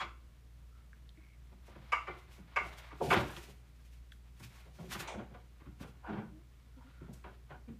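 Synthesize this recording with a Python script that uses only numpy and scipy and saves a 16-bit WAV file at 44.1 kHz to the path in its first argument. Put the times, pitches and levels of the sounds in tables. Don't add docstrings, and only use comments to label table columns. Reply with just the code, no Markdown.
import sys
import numpy as np
from scipy import signal
from scipy.fft import rfft, irfft, next_fast_len
from scipy.io import wavfile
from scipy.ndimage import uniform_filter1d

SR = 44100
rng = np.random.default_rng(int(sys.argv[2]) if len(sys.argv) > 2 else 0)


def pcm_store(signal):
    levels = np.round(np.clip(np.atleast_2d(signal), -1, 1) * 32767)
    wavfile.write(sys.argv[1], SR, levels.astype(np.int16).T)


N = 343928
TIME = np.arange(N) / SR
RING = np.arange(int(.6 * SR)) / SR

# start_s, boom_db, knock_db, rattle_db
JOLTS = [(.002, -52, -52, -49), (1.513, -58, -62, -69), (1.673, -56.5, -54.5, -69), (1.75, -51, -53, -58),
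         (2.074, -53.5, -42, -51.5), (2.374, -49.5, -61, -65.5), (2.596, -51, -46.5, -54),
         (2.647, -58, -47.5, -54), (2.913, -52, -52.5, -55), (3.005, -38.5, -29, -55.5),
         (3.06, -36, -39.5, -55), (3.101, -34.5, -26, -29), (3.126, -49, -26.5, -23.5),
         (3.153, -27.5, -30, -42), (3.19, -40, -36.5, -39), (3.289, -58, -52, -48.5),
         (3.362, -57, -50.5, -49), (3.476, -54, -55.5, -73), (4.396, -48.5, -60.5, -59),
         (4.652, -56, -60.5, -84), (4.78, -42.5, -51.5, -60), (4.82, -53, -54, -71),
         (4.865, -47.5, -62, -77), (4.908, -54, -59, -45), (4.945, -43, -44.5, -42.5),
         (4.995, -48, -46, -44.5), (5.131, -44.5, -48, -51.5), (5.185, -48, -44, -50.5),
         (5.3, -53, -57.5, -68), (5.338, -55, -50.5, -54.5), (5.6, -55, -63.5, -61.5),
         (5.655, -46.5, -59.5, -61.5), (5.794, -41, -51.5, -58), (5.825, -53, -52, -53),
         (6.087, -42, -42, -49), (6.125, -51, -47.5, -53), (6.172, -38.5, -43.5, -51),
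         (7.002, -44.5, -59, -66), (7.077, -45, -54.5, -79), (7.24, -55, -50.5, -50.5),
         (7.498, -50.5, -49, -54.5), (7.676, -45.5, -61, -63)]


def undb(db):
    return 10 ** (np.asarray(db) / 20)


def unit(x):
    return x / np.sqrt(np.mean(x ** 2))


def add(out, start_s, x):
    i = int(np.clip(start_s * SR, 0, N - 1))
    out[i:i + len(x)] += x[:N - i]


def band(x, lo_hz, hi_hz, order=3):
    sos = signal.butter(order, [lo_hz, min(hi_hz, .45 * SR)], "band", fs=SR, output="sos")
    return signal.sosfilt(sos, x)


def colour(x, points):
    hz, db = np.transpose(points)
    size = next_fast_len(len(x))
    bins_hz = np.maximum(np.fft.rfftfreq(size, 1 / SR), 1)
    gain = undb(np.interp(np.log(bins_hz), np.log(hz), db))
    return irfft(rfft(x, size) * gain, size)[:len(x)]


def wander(rate_hz):
    size = int(SR / rate_hz)
    steps = np.repeat(rng.standard_normal(N // size + 1), size)
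    return unit(uniform_filter1d(steps, size)[:N])


def grains(count, rate_hz, spread_db):
    chance, size = rng.random(count), rng.standard_normal(count)
    sign = np.sign(rng.standard_normal(count))
    return (chance < rate_hz / SR) * sign * undb(spread_db * np.clip(size, -2, 2))


def modes(table):
    return sum((-1) ** k * undb(db) * width * np.exp(-np.pi * width * RING) * np.cos(2 * np.pi * hz * RING)
               for k, (hz, width, db) in enumerate(table))


def room(direct=4.0, near_s=0.0075, near_width_s=0.0074, tail_db=-5.5, low_t60_s=0.45, high_t60_s=0.34):
    noise = rng.standard_normal(len(RING))
    low = signal.sosfilt(signal.butter(2, 900, fs=SR, output="sos"), noise)
    tail = low * undb(-60 * RING / low_t60_s) + (noise - low) * undb(-60 * RING / high_t60_s)
    near = unit(grains(len(RING), 3000, 1.35)) * np.exp(-((RING - near_s) / near_width_s) ** 2)
    echo = near + undb(tail_db) * tail * (1 - np.exp(-RING / near_s))
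    echo[0] += direct
    spectrum = rfft(echo)
    spectrum /= np.sqrt(uniform_filter1d(np.abs(spectrum) ** 2, size=60))
    fade = np.minimum(1, 10 * (1 - RING / RING[-1])) ** 2
    return irfft(spectrum, len(echo)) * fade


def in_room(x, space):
    return signal.fftconvolve(x, space)[:len(RING)]


def strike(push, body, db):
    x = signal.fftconvolve(push, body)
    return x * undb(db) / np.sqrt(uniform_filter1d(x ** 2, size=440).max())


def chatter(decay_s, rate_hz, first):
    t = RING[:len(RING) // 4]
    push = grains(len(t), rate_hz, 7.55) * np.exp(-t / max(decay_s, .001))
    push[0] += first
    return push


def slipping(space, rate_hz, table):
    return unit(signal.fftconvolve(grains(N, rate_hz, 7), in_room(modes(table), space))[:N])


def strokes(table, rise_share):
    power = 0
    for peak_s, db, length_s in table:
        distance = np.maximum((peak_s - TIME) / rise_share, (TIME - peak_s) / (1 - rise_share)) / length_s
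        power += undb(db - 20 * distance.clip(0, 4)) ** 2
    return np.sqrt(power)


def grip_clacks(space, crack_db=-3, crack_s=0.0094):
    # start_s, wood_db, edge_db
    clacks = [(0.0, -39, -59.5), (0.017, -42, -81), (1.92, -25.5, -52.5), (2.069, -40.5, -72.5),
              (2.56, -27, -54), (2.903, -53, -77.5), (3.104, -27.5, -51.5)]
    # frequency_hz, width_hz, level_db
    wood_modes = [(510, 140, -22), (729, 70, -14.5), (934, 47, -4), (1013, 24, -3.5), (1064, 110, -6.5),
                  (1202, 53, 0.5), (1322, 73, -7), (1506, 120, -6.5), (1620, 96, -11.5), (1893, 200, -13),
                  (2271, 72, -1), (2660, 83, -8), (2936, 190, -15.5)]
    edge_modes = [(3200, 180, -8), (4830, 510, -1), (6480, 850, -4), (6450, 230, -5.5), (7160, 520, -10.5),
                  (10880, 4000, -19.5)]
    out = np.zeros(N)
    edge = in_room(band(modes(edge_modes), 2000, 12820), space)
    for start_s, wood_db, edge_db in clacks:
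        burst = rng.standard_normal(len(RING)) * np.exp(-RING / crack_s)
        crack = undb(crack_db) * unit(band(burst, 790, 2400, order=1))
        wood = in_room(band(unit(modes(wood_modes)) + crack, 387, 2600, order=4), space)
        push = chatter(0.003, 900, first=3.7)
        add(out, start_s, strike(push, wood, wood_db) + strike(push, edge, edge_db))
    return out


def frame_knocks(gain_db=-2, chatter_s=0.016, boom_stretch=1.34):
    # frequency_hz, width_hz, level_db
    timber_modes = [(66.3, 23.6, -2.5), (130, 19, 4.5), (167.7, 37, 2), (215, 61, -2), (295, 41.8, -1.5),
                    (366, 64, -0.5), (481, 114, -4.5), (569, 64, -3), (716, 58, -3), (816, 79, -5),
                    (933, 102, 0), (1148, 228, -2.5), (1424, 121, 3.5), (1552, 340, -3.5), (1920, 45, -1.5),
                    (2063, 400, -9), (2800, 440, -11), (3185, 380, -12), (4720, 1060, -44)]
    out = np.zeros(N)
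    timber = modes(timber_modes)[:len(RING) // 4]
    joists = band(timber, 50, 269, order=4)
    beam = band(timber, 325, 787, order=4)
    hooks = band(timber, 550, 4200)
    for start_s, boom_db, knock_db, rattle_db in JOLTS:
        paths = room(direct=3.54, near_s=0.00306, near_width_s=0.011, tail_db=-8)
        push = in_room(chatter(chatter_s, 1200, first=1.8), paths)
        heave = in_room(chatter(chatter_s * boom_stretch, 1200, first=2.0), paths)
        boom = strike(heave, joists, boom_db)
        add(out, start_s, boom + strike(push, beam, knock_db) + strike(push, hooks, rattle_db))
    return undb(gain_db) * out


def hook_ring(start_s=0.0, level_db=-42.5):
    # frequency_hz, width_hz, level_db
    steel_modes = [(1050, 6.5, 0), (1160, 6.5, -3), (3280, 12, -7), (3400, 6, -10)]
    out = np.zeros(N)
    add(out, start_s, strike(np.ones(1), modes(steel_modes), level_db))
    return out


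def rope_creaks(space, gain_db=-3, uneven_db=2, hanging_db=-75.5, settle_db=-24.5, settle_s=0.11):
    # peak_s, relative_db, length_s
    pulls = [(.003, -29, 0.11), (1.8, -62.5, 0.86), (2.06, -59, 1), (2.72, -52, 0.71), (3.17, -34.5, 0.12),
             (4.56, -62, 0.6), (4.96, -45.5, 0.18), (5.09, -47, 0.25), (6.94, -68.5, 0.91)]
    # frequency_hz, width_hz, level_db
    fibre_modes = [(574, 200, -2.5), (1010, 300, -0.5), (1320, 280, 1), (1760, 480, -3.5),
                   (2180, 340, -0.5), (3470, 1700, -9.5)]
    settling = np.zeros(N)
    for start_s, _, _, rattle_db in JOLTS:
        add(settling, start_s, undb(rattle_db + settle_db) * np.exp(-RING / settle_s))
    strain = np.sqrt(undb(hanging_db) ** 2 + strokes(pulls, rise_share=0.41) ** 2 + settling ** 2)
    gain = strain * undb(gain_db + uneven_db * wander(16))
    return gain * unit(band(slipping(space, 500, fibre_modes), 302, 4500, order=2))


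def hum_and_hiss(hiss_db=-71.5, waver_db=1.2, waver_rad=0.13):
    # frequency_hz, rms_db
    tones = [(59.2, -56.5), (118.4, -68.5), (140, -77)]
    # frequency_hz, gain_db
    air_spectrum = [(15, -43), (25, -8), (48, -7), (69, -1.5), (103, -14.5), (139, -9.5), (271, -20.5),
                    (833, -32.5), (1150, -32.5), (2130, -33.5), (10600, -43), (11500, -43.5),
                    (15000, -44.5)]
    hum = np.zeros(N)
    for hz, db in tones:
        amplitude = np.sqrt(2) * undb(db + waver_db * wander(10))
        hum += amplitude * np.sin(2 * np.pi * hz * TIME + waver_rad * wander(6))
    air = colour(rng.standard_normal(N), air_spectrum)
    return hum + air * undb(hiss_db) / np.std(band(air, 224, 16000))


def rope_squeaks(width_share=0.033):
    # start_s, level_db, pitch_hz, length_s
    squeaks = [(0.7, -73.5, 1330, 0.17), (1.139, -71, 2220, 0.26), (6.678, -70, 1385, 0.6),
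               (6.765, -66, 940, 0.1)]
    out = np.zeros(N)
    for start_s, db, hz, length_s in squeaks:
        slips = grains(len(RING), 500, 2.0)
        tone = unit(band(slips, hz * (1 - width_share), hz * (1 + width_share), order=1))
        swell = np.sin(np.pi * np.minimum(RING / min(length_s, RING[-1]), 1))
        add(out, start_s, undb(db) * tone * swell)
    return out


def fitting_ticks(space, wet_db=-9):
    # start_s, level_db, pitch_hz, width_hz
    ticks = [(.931, -56.5, 1640, 300), (1.092, -59, 3600, 600), (1.174, -65, 2220, 200),
             (3.366, -49, 3070, 706), (4.12, -55.5, 3320, 402), (4.122, -55.5, 1580, 500)]
    out = np.zeros(N)
    for start_s, db, hz, width_hz in ticks:
        ring = band(modes([(hz, width_hz, 0)]), hz / 1.4, hz * 1.4, order=2)
        body = ring + undb(wet_db) * in_room(ring, space)
        add(out, start_s, strike(chatter(0.0022, 1200, first=3.7), body, db))
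    return out


def rope_thrums(space, waver_share=0.053, octave_db=-15, wet_db=-8):
    # start_s, pitch_hz, level_db, length_s
    thrums = [(1.176, 324, -61.5, 0.027), (3.002, 368.4, -40, 0.089), (5.173, 202.4, -45, 0.044),
              (6.085, 218.4, -44.5, 0.11), (6.166, 216, -42.5, 0.076), (6.074, 326, -50.5, 0.19),
              (6.306, 326.3, -62, 0.14), (6.767, 243, -57.5, 0.047), (6.844, 254, -60.5, 0.063),
              (7.086, 242.5, -51.5, 0.057), (7.677, 239, -47.5, 0.09)]
    out, drift = np.zeros(N), wander(70)
    for start_s, hz, db, length_s in thrums:
        bend = 1 + waver_share * drift[int(start_s * SR) // 2:][:len(RING)]
        phase = 2 * np.pi * np.cumsum(hz * bend) / SR
        tone = np.sin(phase) + undb(octave_db) * np.sin(2 * phase)
        swell = np.sin(np.pi * np.minimum(RING / length_s, 1) ** 0.52)
        add(out, start_s, undb(db) * np.sqrt(2) * swell * tone)
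    return out + undb(wet_db) * signal.fftconvolve(out, space)[:N]


def cloth_swishes(space, flutter_db=4.0):
    # peak_s, level_db, length_s
    slides = [(1.67, -64, 0.086), (1.85, -75, 0.33), (2.19, -63.5, .13), (2.33, -71, .25),
              (2.69, -61, 0.24), (2.79, -59, 0.18), (3.06, -51.5, 0.25), (3.14, -41.5, 0.2),
              (3.37, -56.5, 0.2), (3.44, -60.5, 0.24), (3.88, -71, 0.49), (4.45, -54.5, 0.21),
              (4.58, -64, 0.43), (4.81, -60, 0.27), (4.925, -48, 0.14), (5.005, -47, 0.1),
              (5.825, -65.5, 0.2)]
    # frequency_hz, gain_db
    rub_spectrum = [(400, -10), (1200, -2), (2600, 3.5), (4000, -1.5), (6000, -3.5), (9000, -8),
                    (13000, -9), (15500, -15.5)]
    slips = signal.fftconvolve(grains(N, 4000, 8.0), space)[:N]
    gain = strokes(slides, rise_share=0.39) * undb(flutter_db * wander(40))
    return gain * unit(colour(slips, rub_spectrum))


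def scuffs_and_click(space, gain_db=-20):
    # start_s, relative_db, decay_s
    bursts = [(3.123, -41.5, 0.011), (3.3, -40, 0.017), (4.118, -49, 0.004), (4.392, -44, 0.013),
              (4.905, -38, 0.012), (4.988, -35, 0.015), (7.129, -41.5, 0.0049)]
    out = np.zeros(N)
    bright = band(space, 2000, 11000, order=1)
    for start_s, db, decay_s in bursts:
        add(out, start_s, strike(chatter(decay_s, 3000, first=4), bright, db + gain_db))
    return out


def shoe_drag(space, flutter_hz=230, sing_db=-43, sing_s=0.043):
    # time_s, level_db, centre_hz
    course = [(5.074, -75, 1096), (5.08, -42.5, 1000), (5.11, -47, 757.6), (5.16, -49, 567.5),
              (5.22, -50, 419), (5.29, -82, 387)]
    # frequency_hz, width_hz, level_db
    rope_modes = [(1110, 91, -2), (2210, 220, 7.5), (3570, 610, -4), (6200, 880, -6), (8700, 2500, -16.5)]
    time_s, db, centre_hz = np.transpose(course)
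    flutter = signal.sosfilt(signal.butter(2, flutter_hz, fs=SR, output="sos"), rng.standard_normal(N))
    phase = 2 * np.pi * np.cumsum(np.interp(TIME, time_s, centre_hz)) / SR
    rasp = unit(flutter * np.sin(phase)) * undb(np.interp(TIME, time_s, db, left=-120, right=-120))
    age_s = np.maximum(TIME - time_s[0], 0)
    envelope = np.minimum(age_s / 0.003, 1) * np.exp(-age_s / sing_s)
    return rasp + undb(sing_db) * envelope * slipping(space, 4000, rope_modes)


def rope_grinds(space):
    # start_s, level_db, rise_s, length_s
    grinds = [(6.019, -44.5, 0.058, 0.32), (7.245, -55, 0.031, 0.11), (7.483, -51, 0.03, 0.14)]
    # frequency_hz, width_hz, level_db
    eye_modes = [(485, 170, -2), (734, 72, 8.5), (934, 120, 9), (1180, 230, 1.5), (1480, 93, 7.5),
                 (1810, 160, -5.5), (2080, 370, -11), (3400, 1000, -43)]
    load = np.zeros(N)
    for start_s, db, rise_s, length_s in grinds:
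        load += undb(db) * np.interp(TIME - start_s, [0, rise_s, length_s], [0, 1, 0]) ** 1.52
    return load * unit(band(slipping(space, 600, eye_modes), 200, 3600, order=2))


def scene():
    space = room()
    knocks = grip_clacks(space) + frame_knocks() + hook_ring() + rope_thrums(space) + fitting_ticks(space)
    rustle = cloth_swishes(space) + scuffs_and_click(space)
    ropes = rope_creaks(space) + rope_grinds(space) + rope_squeaks()
    return (knocks + rustle + ropes + shoe_drag(space) + hum_and_hiss())[None]


def record(dry, bottom_hz=36, top_hz=15350):
    x = signal.sosfilt(signal.butter(3, bottom_hz, "high", fs=SR, output="sos"), dry)
    return signal.sosfilt(signal.ellip(10, .2, 70, top_hz, fs=SR, output="sos"), x)


dry = scene()
out = record(dry)
pcm_store(out)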